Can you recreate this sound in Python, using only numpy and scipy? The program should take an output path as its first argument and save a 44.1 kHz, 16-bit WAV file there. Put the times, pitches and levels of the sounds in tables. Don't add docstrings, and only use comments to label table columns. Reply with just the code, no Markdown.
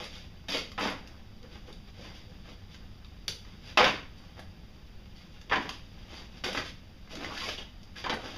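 import sys
import numpy as np
from scipy import signal
from scipy.fft import rfft, irfft
from scipy.io import wavfile

SR = 44100
rng = np.random.default_rng(int(sys.argv[2]) if len(sys.argv) > 2 else 0)


def waveform_to_disk(signal):
    frames = np.transpose(np.atleast_2d(signal))
    scaled = np.clip(frames, -1, 1) * 32767
    samples = np.round(scaled).astype(np.int16)
    wavfile.write(sys.argv[1], SR, samples)


N = 369356
TIME = np.arange(N) / SR

# start_s, speed_up_s, slow_down_s, rub_db, drag_db
FUR_STROKES = [(0.0, 0.0017, 0.096, -36, -43), (0.04, 0.11, 0.13, -43.5, -54), (0.484, .005, .06, -28, -39),
               (0.49, 0.055, 0.086, -25.5, -38), (0.788, 0.038, .12, -31, -26.5),
               (1.0, 0.098, 0.15, -60, -56.5), (1.425, .01, 0.057, -61, -50.5),
               (1.48, 0.068, 0.061, -50, -48.5), (1.65, 0.045, 0.036, -47.5, -49),
               (1.85, 0.033, .04, -53, -68), (1.93, .11, .13, -45.5, -48), (2.13, 0.017, 0.1, -46, -58),
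               (2.29, .01, .14, -56, -59), (2.43, 0.062, 0.066, -47, -45.5), (2.68, 0.065, 0.037, -49, -60),
               (3.4, 0.087, 0.18, -55, -57), (3.61, 0.082, 0.056, -43, -48.5),
               (3.88, 0.014, 0.11, -39.5, -41.5), (4.1, 0.12, 0.15, -55, -55),
               (4.359, 0.029, 0.026, -50, -41), (5.15, 0.015, 0.14, -51, -59), (5.3, 0.033, 0.11, -55, -61),
               (5.58, 0.023, 0.11, -42.5, -36.5), (5.68, 0.017, 0.12, -44, -55),
               (5.8, 0.22, .12, -54.5, -55.5), (6.06, 0.092, 0.14, -43, -45.5),
               (6.3, 0.076, 0.051, -48.5, -53), (6.441, 0.017, 0.081, -29.5, -32),
               (6.53, 0.044, 0.057, -33, -36), (6.6, 0.076, 0.038, -38, -63),
               (7.089, 0.035, 0.078, -41, -44.5), (7.18, 0.056, .15, -39.5, -37),
               (7.29, 0.2, 0.076, -31.5, -41), (7.575, 0.01, 0.061, -39.5, -42.5),
               (7.955, .02, 0.085, -38.5, -47.5), (8.17, 0.086, .3, -41, -40.5)]
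# peak_s, pitch_hz, level_db
SHEET_RESONANCES = [(0.553, 477, -35.5), (0.847, 910, -30), (1.444, 467, -49.5), (1.693, 456, -47.5),
                    (2.0, 480, -45.5), (2.301, 460, -52.5), (3.296, 433, -44.5), (5.557, 227, -34),
                    (5.56, 940, -29), (6.579, 1870, -29), (7.152, 550, -42.5), (7.177, 285, -39.5),
                    (7.315, 1160, -35.5), (7.372, 1600, -36), (7.426, 1100, -36), (7.486, 520, -35.5),
                    (7.584, 3190, -31.5), (7.968, 1560, -40.5), (8.066, 910, -29), (8.124, 780, -33)]
# start_s, snap_db, knock_db, crisp_db
PAPER_SNAPS = [(0.041, -32.5, -42.5, -53), (0.4842, -31, -36, -67), (0.717, -33.5, -46, -68),
               (0.794, -35, -48, -51), (0.901, -33.5, -34, -56), (1.074, -39.5, -52, -64),
               (1.429, -43.5, -64, -78), (1.7268, -39, -63, -64), (2.7446, -42, -54, -76),
               (3.0465, -45.5, -49.5, -79), (3.2802, -15, -36, -40), (3.45, -54, -51, -78),
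               (3.779, -29, -40, -53), (4.18, -56, -64, -68), (4.394, -41, -51, -59.5),
               (5.058, -52, -52, -79), (5.4138, -39, -52, -77), (5.692, -24, -31.5, -55),
               (6.442, -22.5, -31.5, -46), (6.5299, -27.5, -36, -51), (6.5748, -28, -31.5, -60),
               (6.662, -41, -42, -61), (7.075, -52, -48, -78), (7.154, -27.5, -38, -65),
               (7.171, -39, -44, -65), (7.2459, -35, -34.5, -72), (7.376, -31, -38, -61),
               (7.425, -38, -49, -60), (7.488, -26, -29, -61), (7.831, -44.5, -67, -70),
               (7.957, -53, -50, -72), (8.138, -33, -40, -51)]
# start_s, slap_db, thud_db, crackle_db
TOY_LANDINGS = [(0.002, -38, -36, -62), (0.546, -28.5, -29.5, -50), (0.778, -29, -35, -32.5),
                (0.783, -22.5, -48, -45), (0.806, -27, -48, -34), (0.873, -25.5, -33, -47),
                (0.917, -30.5, -38, -50), (3.773, -11, -28.5, -10.5), (3.786, -12, -28, -23),
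                (3.795, -15, -20.5, -17.5), (3.805, -10, -34, -30), (3.828, -18, -20, -23),
                (3.842, -17.5, -33, -14.5), (3.859, -17, -22.5, -25), (3.878, -19, -36, -21.5),
                (5.497, -34.5, -58, -35), (5.512, -21, -28, -42), (5.521, -15.5, -36, -36),
                (5.529, -16, -41, -27.5), (5.557, -21.5, -27, -29), (6.438, -26.5, -42, -28),
                (6.461, -33.5, -29.5, -46), (6.548, -25, -33.5, -29), (6.574, -25, -29, -32),
                (8.041, -26.5, -31.5, -30.5), (8.061, -24.5, -33, -35), (8.096, -23.5, -26.5, -22.5),
                (8.126, -25.5, -27.5, -32)]

# frequency_hz, relative_gain_db
RUMBLE_EQ = [(15, 2), (40, 0.5), (62, 0.5), (80, -2.5), (97, 0.5), (125, -10.5), (170, -5.5), (215, -8),
             (245, -12), (275, -23), (320, -17), (450, -26), (1000, -34), (3000, -54)]
HISS_EQ = [(300, 2.5), (1000, -4), (3300, 1), (4800, 6.5), (5300, -3.5), (8000, -19), (15000, -15.5)]
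RUB_EQ = [(300, -23), (1200, -11.5), (2100, -1.5), (3300, 2), (4800, 4), (5200, -4), (6500, -12),
          (8000, -27.5), (9700, -24), (11500, -22.5), (15000, -40)]
DRAG_EQ = [(100, -13.5), (200, 1), (280, 4), (350, -1.5), (460, -1), (700, -1.5), (1050, -5), (1600, -6.5),
           (3000, -15.5), (8000, -42.5)]
SNAP_EQ = [(300, -8.5), (1500, -16), (3000, 1), (4700, 10), (5300, -1.5), (6600, -6), (8000, -18),
           (9700, -29), (11500, -22), (15000, -39)]
CRISP_EQ = [(2000, -33), (5000, 9), (7000, 16), (11500, 7), (15000, -17)]
KNOCK_EQ = [(80, -33), (250, 2), (450, -7.5), (700, 1), (1100, 4), (2000, 5), (3000, 4.5), (5000, -36),
            (15000, -68)]
SLAP_EQ = [(100, -23), (300, -12.5), (480, -5), (620, -5), (800, -1.5), (1050, 0.5), (1400, -1),
           (2100, -4.5), (3000, -10.5), (5000, -19.5), (8000, -52), (15000, -60)]
THUD_EQ = [(50, -9), (130, -8.5), (195, -8), (270, -2.5), (340, -5.5), (450, -5.5), (600, -3), (900, -25.5),
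           (2000, -35), (8000, -69)]
CRACKLE_EQ = [(400, -51.5), (1300, -8.5), (2200, 6), (3200, 5), (4700, 5.5), (5100, -5), (6500, -12.5),
              (8000, -31.5), (9700, -26.5), (11500, -27), (15000, -40)]

# frequency_hz, t60_s
ROOM_DECAY = [(150, 0.55), (500, 0.36), (1200, 0.35), (3000, 0.43), (6000, 0.37), (14000, 0.34)]
# centre_hz, width_hz
MIC_NOTCHES = [(4200, 910), (7870, 1020), (8800, 790), (12600, 510)]


def from_db(db):
    return 10 ** (np.asarray(db) / 20)


def at_hz(curve, hz):
    knots, values = np.transpose(curve)
    return np.interp(np.log(np.maximum(hz, 1)), np.log(knots), values)


def colour(x, eq, size=8192):
    bins_hz = np.arange(size // 2 + 1) * SR / size
    cepstrum = irfft(np.log(from_db(at_hz(eq, bins_hz))))
    cepstrum[1:size // 2] *= 2
    cepstrum[size // 2 + 1:] = 0
    response = irfft(np.exp(rfft(cepstrum)))[:size // 2]
    return signal.fftconvolve(x, response / np.linalg.norm(response))[:N]


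def grains(per_s, spread_db):
    sizes = from_db(spread_db * np.minimum(rng.exponential(1, N), 4))
    clicks = (rng.random(N) < per_s / SR) * sizes * rng.choice([-1, 1], N)
    return clicks / np.sqrt(np.mean(clicks ** 2))


def blows(starts_s, levels_db, decay_s):
    power = np.zeros(N)
    for start_s, level_db in zip(starts_s, levels_db):
        start = round(start_s * SR)
        age = TIME[:min(SR // 3, N - start)]
        power[start:start + len(age)] += (from_db(level_db) * np.exp(-age / decay_s)) ** 2
    return np.sqrt(power)


def background(rumble_db, hiss_db):
    rumble, hiss = rng.standard_normal((2, N))
    return from_db(rumble_db) * colour(rumble, RUMBLE_EQ) + from_db(hiss_db) * colour(hiss, HISS_EQ)


def room(x, wet_db, first_echo_s, early_db, early_s, place_s, places=7):
    age = TIME[:SR * 3 // 4]
    tails = 0
    for hz in 110 * 2. ** np.arange(8):
        octave = signal.butter(2, [hz / np.sqrt(2), hz * np.sqrt(2)], "band", fs=SR, output="sos")
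        wash = signal.sosfilt(octave, rng.standard_normal((places, len(age))))
        tails += wash * from_db(-60 * age / at_hz(ROOM_DECAY, hz))
    onset = np.clip(age / first_echo_s - 1, 0, 1)
    early_lift = from_db(early_db * np.exp(-age / early_s))
    echoes = 0
    for place, tail in enumerate(tails * onset * early_lift):
        away = np.abs((TIME / place_s - place + places / 2) % places - places / 2)
        share = np.sqrt(np.clip(1 - away, 0, 1))
        echoes += signal.oaconvolve(x * share, tail / np.linalg.norm(tail))[:N]
    return x + from_db(wet_db) * echoes


def fur_slides(rub_trim_db, drag_trim_db, stir_db=-66):
    rub_level = drag_level = from_db(stir_db)
    for start_s, speed_up_s, slow_down_s, rub_db, drag_db in FUR_STROKES:
        peak_s = start_s + speed_up_s
        speed = np.interp(TIME, [start_s, peak_s, peak_s + slow_down_s], [0, 1, 0])
        friction = speed ** 0.82
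        rub_level = np.hypot(rub_level, friction * from_db(rub_db + rub_trim_db))
        drag_level = np.hypot(drag_level, friction * from_db(drag_db + drag_trim_db))
    rub = rub_level * grains(per_s=4000, spread_db=3.5)
    drag = drag_level * grains(per_s=900, spread_db=4.5)
    return colour(rub, RUB_EQ) + colour(drag, DRAG_EQ)


def sheet_resonances(trim_db, q=3.3):
    out = np.zeros(N)
    contacts = grains(per_s=2400, spread_db=-1.5)
    for peak_s, pitch_hz, level_db in SHEET_RESONANCES:
        near = np.abs(TIME - peak_s) < 0.12
        edges_hz = pitch_hz * np.exp(np.array([-0.5, 0.5]) / q)
        ring = signal.sosfilt(signal.butter(2, edges_hz, "band", fs=SR, output="sos"), contacts[near])
        half_length_s = 0.0096 * (1000 / pitch_hz) ** 0.61
        swell = np.exp(-0.5 * ((TIME[near] - peak_s) / half_length_s) ** 2)
        ring_rms = np.sqrt(np.average(ring ** 2, weights=swell ** 2))
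        out[near] += from_db(level_db + trim_db) * swell * ring / ring_rms
    return out


def paper_snaps(snap_trim_db, knock_trim_db, crisp_trim_db, snap_decay_s=0.0028, crisp_decay_s=0.0091):
    starts_s, snap_db, knock_db, crisp_db = np.transpose(PAPER_SNAPS)
    creases = grains(per_s=14000, spread_db=0.4)
    snap = blows(starts_s, snap_db + snap_trim_db, snap_decay_s) * creases
    crisp = blows(starts_s, crisp_db + crisp_trim_db, crisp_decay_s) * creases
    knock = blows(starts_s, knock_db + knock_trim_db, snap_decay_s) * rng.standard_normal(N)
    return colour(snap, SNAP_EQ) + colour(crisp, CRISP_EQ) + colour(knock, KNOCK_EQ)


def toy_landings(slap_trim_db, thud_trim_db, crackle_trim_db, decay_s=0.011, thud_decay_s=0.022):
    starts_s, slap_db, thud_db, crackle_db = np.transpose(TOY_LANDINGS)
    slap = blows(starts_s, slap_db + slap_trim_db, decay_s) * grains(per_s=9000, spread_db=1.5)
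    thud = blows(starts_s, thud_db + thud_trim_db, thud_decay_s) * grains(per_s=5000, spread_db=0.5)
    crackle = blows(starts_s, crackle_db + crackle_trim_db, decay_s) * grains(per_s=9000, spread_db=3)
    return colour(slap, SLAP_EQ) + colour(thud, THUD_EQ) + colour(crackle, CRACKLE_EQ)


def scene():
    foley = toy_landings(slap_trim_db=-6, thud_trim_db=-8, crackle_trim_db=-4.5)
    foley += paper_snaps(snap_trim_db=-2, knock_trim_db=1.5, crisp_trim_db=1)
    foley += fur_slides(rub_trim_db=-6, drag_trim_db=-7) + sheet_resonances(trim_db=-6.5)
    in_room = room(foley, wet_db=-1, first_echo_s=0.0012, early_db=5.5, early_s=0.016, place_s=0.02)
    return (in_room + background(rumble_db=-48, hiss_db=-63))[None]


def record(dry):
    for centre_hz, width_hz in MIC_NOTCHES:
        dry = signal.lfilter(*signal.iirnotch(centre_hz, centre_hz / width_hz, fs=SR), dry)
    cutoff_hz = 15350
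    return signal.sosfilt(signal.ellip(10, 0.2, 70, cutoff_hz, fs=SR, output="sos"), dry)


dry = scene()
out = record(dry)
waveform_to_disk(out)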